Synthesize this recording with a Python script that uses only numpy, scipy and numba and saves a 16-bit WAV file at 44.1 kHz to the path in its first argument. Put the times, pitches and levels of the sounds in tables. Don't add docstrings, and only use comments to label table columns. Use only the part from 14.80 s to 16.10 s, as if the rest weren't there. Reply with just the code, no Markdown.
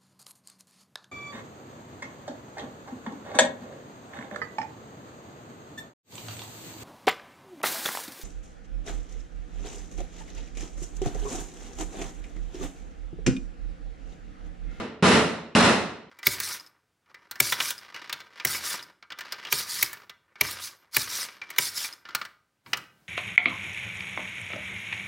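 import sys
import numpy as np
from scipy import signal
from scipy.fft import rfft, irfft
from scipy.io import wavfile
from numba import njit

SR = 44100
rng = np.random.default_rng(int(sys.argv[2]) if len(sys.argv) > 2 else 0)


def waveform_to_disk(signal):
    frames = np.transpose(np.atleast_2d(signal))
    scaled = np.clip(frames, -1, 1) * 32767
    samples = np.round(scaled).astype(np.int16)
    wavfile.write(sys.argv[1], SR, samples)


def makeup_ratio(level_db):
    decades = np.asarray(level_db, float) / 20
    return 10 ** decades


N = 57330

STRIKE_TIMES = .2243, .7500
# (level [dB], brightness [dB/octave])
STRIKE_FORCE = [
    (-1.3, -0.17),
    (-1.52, 0.59),
]
# (time [s], level [dB], brightness [dB/octave])
OTHER_BLOWS = [
    (-.30, 1.5, -0.5),
    (0.256, -30.5, 6.5),
    (0.31, -18, -1),
    (0.848, -18.5, 0),
]
# (frequency [Hz], level [dB], t60 [s])
PLATE_MODES = [(83.7, -6, 0.25), (173, -3.5, 0.048), (225.7, 4.5, 0.05), (429.6, 0.5, 0.13),
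               (550, -2.5, 0.14), (890, -53, 0.1), (1174, -12, .06), (1320, -15, 0.037), (1890, -16, .05),
               (3290, -14, 0.056), (4140, 0, 0.03)]
# (level [dB], frequency [Hz], t60 [s])
STRAIGHT_MODES = [
    [(-6.5, 184, 0.34), (-19.5, 238, 0.11), (-12.5, 410, 0.44), (-13, 1460, 0.013), (-22, 2900, 0.0094)],
    [(-11.5, 222, 0.36), (-10.5, 178, 0.2), (-9, 2800, 0.025), (-21, 4900, 0.03), (-20.5, 7050, 0.0066)],
]
# (frequency [Hz], level [dB per Hz])
BLOW_COLOUR = [(20, -60), (60, -23), (180, -10), (320, -11.5), (1200, -12.5), (2500, -18.5), (5000, -27),
               (11500, -40)]
# (frequency [Hz], t60 [s])
ROOM_DECAY = [(40, 0.8), (150, .62), (300, 0.73), (1000, 0.62), (2500, .62), (5000, 0.57), (11000, 0.49)]
# (frequency [Hz], level [dB])
STEREO_WIDTH = [(30, -3), (60, -13), (130, -19), (280, -12), (600, -8), (1500, -6.5), (3500, -4), (7000, 1)]
# (time [s], level [dB], frequency [Hz], t60 [s])
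GRIT_TICKS = [
    (1.187, -40, 229, 0.067),
    (1.273, -61, 3100, 0.12),
    (1.278, -51, 1280, .04),
    (1.28, -58, 2070, .03),
]
# (frequency [Hz], level [dB per Hz])
HUM_COLOUR = [(18, -27), (30, -8), (201, -3), (930, -30), (1130, -16), (2900, -53), (11000, -69),
              (14300, -92), (22000, -120)]
# (lower band edge [Hz], threshold [dB], loss per dB under it [dB])
HUSH_BANDS = [(2500, -79, 0.21), (4900, -56, 0.19), (7450, -50, 0.56)]

RING_DB, RING_SCATTER_DB = -25.5, 1.5
RISE_S, LONGEST_RING_S = 0.001, 0.4
BLOW_DB = 17.5
DIRECT_DB, DIRECT_S = -16, 0.0029
TAIL_DB, BUILD_S, SIDE_BUILD_S = -3.5, 0.012, 0.021
HUM_DB, LEFT_DB = -63, -0.73
LOW_CUT_HZ, TOP_HZ = 55, 10980
CEILING_DB, RATIO, ROUND = -10, 9.0, 0.39
ATTACK_S, RELEASE_S, AHEAD_S = 0.00032, 0.011, 0.00191
HUSH_S = 0.019


def struck_steel(scatter):
    t = np.arange(SR // 4) / SR
    modes = 0
    for (hz, db, t60), s in zip(PLATE_MODES, scatter):
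        per_energy = np.sqrt(t60 * SR / 20)
        modes = modes + makeup_ratio(db + RING_SCATTER_DB * s) * ring(t, hz, t60, np.cos) / per_energy
    click = t == 0
    return click + makeup_ratio(RING_DB) * modes


def straight_from_safe(t):
    heard = 0
    for s, modes in zip(STRIKE_TIMES, STRAIGHT_MODES):
        for db, hz, t60 in modes:
            swell = np.clip((t - s) / (RISE_S + 0.5 / hz), 0, 1)
            heard = heard + makeup_ratio(db) * ring(t - s, hz, min(t60, LONGEST_RING_S)) * swell
    return heard


def garage(t, tilt_db, centres, noise):
    started, t = t >= 0, np.maximum(t, 0)
    gain = makeup_ratio(at(BLOW_COLOUR, centres) + tilt_db * np.log2(centres / 1000))[:, None]
    tail = gain * makeup_ratio(TAIL_DB - 60 * t / at(ROOM_DECAY, centres)[:, None]) * started
    direct = gain * makeup_ratio(DIRECT_DB) * np.exp(-t / DIRECT_S) * np.minimum(t / RISE_S, 1)
    mid = noise[0] * (tail * (1 - np.exp(-t / BUILD_S)) + direct)
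    width = makeup_ratio(at(STEREO_WIDTH, centres))[:, None]
    side = noise[1] * tail * width * (1 - np.exp(-t / SIDE_BUILD_S))
    return np.array([mid.sum(axis=0), side.sum(axis=0)])


def blows_in_garage(t, centres, noise):
    blows = [(s, *force) for s, force in zip(STRIKE_TIMES, STRIKE_FORCE)] + list(OTHER_BLOWS)
    scatter = rng.standard_normal((len(blows), len(PLATE_MODES)))
    out = np.zeros((2, N))
    for (s, db, tilt_db), row in zip(blows, scatter):
        lead = SR // 4 if s < 0 else 0
        room = garage(np.arange(-lead, N - lead) / SR - s, tilt_db, centres, noise)
        heard = signal.fftconvolve(room, struck_steel(row)[None])[:, lead:N + lead]
        out += makeup_ratio(db + BLOW_DB) * np.pad(heard, ((0, 0), (0, N - heard.shape[1])))
    return out


def settling_grit(t):
    return sum(makeup_ratio(db) * ring(t - s, hz, t60) for s, db, hz, t60 in GRIT_TICKS)


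def background_hum(centres, noise):
    hum = noise[:, :, ::-1] * makeup_ratio(at(HUM_COLOUR, centres))[:, None]
    hum[1] *= makeup_ratio(at(STEREO_WIDTH, centres))[:, None]
    hum = hum.sum(axis=1)
    return makeup_ratio(HUM_DB) * hum / np.std(hum[0])


def ring(t, hz, t60, wave=np.sin):
    return (t >= 0) * wave(2 * np.pi * hz * t) * makeup_ratio(-60 * np.maximum(t, 0) / t60)


def at(table, hz):
    table = np.array(table)
    return np.interp(np.log(hz), np.log(table[:, 0]), table[:, 1])


def noise_bands():
    hz = np.maximum(np.arange(N // 2 + 1) * SR / N, 1)
    centres = 25 * np.sqrt(2) ** np.arange(19)
    octaves = np.log2(hz / centres[:, None])
    shape = np.cos(np.pi / 2 * np.clip(2 * octaves, -1, 1))
    white = rng.standard_normal((2, 1, N))
    return centres, irfft(rfft(white) * shape, N)


def scene():
    t = np.arange(N) / SR
    centres, noise = noise_bands()
    mid, side = blows_in_garage(t, centres, noise) + background_hum(centres, noise)
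    mid = mid + straight_from_safe(t) + settling_grit(t)
    return np.array([(mid + side) * makeup_ratio(LEFT_DB / 2), (mid - side) * makeup_ratio(-LEFT_DB / 2)])


@njit
def follow(x, attack, release):
    e, out = x[0], np.empty(len(x))
    for i in range(len(x)):
        e += (x[i] - e) * (attack if x[i] > e else release)
        out[i] = e
    return out


def limiter(x):
    ahead = int(AHEAD_S * SR)
    size = np.abs(x).max(axis=0)
    coming = np.r_[size[ahead:], np.zeros(ahead)]
    level = follow(coming, 1 / (ATTACK_S * SR), 1 / (RELEASE_S * SR))
    return x * np.minimum(makeup_ratio(CEILING_DB) / (level + 1e-9), 1) ** (1 - 1 / RATIO)


def noise_suppressor(x):
    hz, out = np.arange(N // 2 + 1) * SR / N, x
    edges = [row[0] for row in HUSH_BANDS] + [SR]
    for (low_hz, db, slope), high_hz in zip(HUSH_BANDS, edges[1:]):
        above_low = 1 / (1 + (low_hz / (hz + 1)) ** 8)
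        above_high = 1 / (1 + (high_hz / (hz + 1)) ** 8)
        band = irfft(rfft(x) * (above_low - above_high), N)
        power = np.mean(band ** 2, axis=0)
        level = np.sqrt(follow(power, 20 / (HUSH_S * SR), 1 / (HUSH_S * SR)))
        out = out - band * (1 - np.minimum(level / makeup_ratio(db), 1) ** slope)
    return out


def band_limit(x):
    return signal.sosfilt(signal.butter(12, 11510, fs=SR, output="sos"), x)


def record(dry):
    x = signal.sosfilt(signal.butter(2, LOW_CUT_HZ, "high", fs=SR, output="sos"), dry)
    x = limiter(x)
    x = np.tanh(ROUND * x) / ROUND
    x = noise_suppressor(x)
    x = signal.sosfilt(signal.ellip(14, 0.3, 80, TOP_HZ, fs=SR, output="sos"), x)
    return band_limit(x)


dry = scene()
out = record(dry)
waveform_to_disk(out)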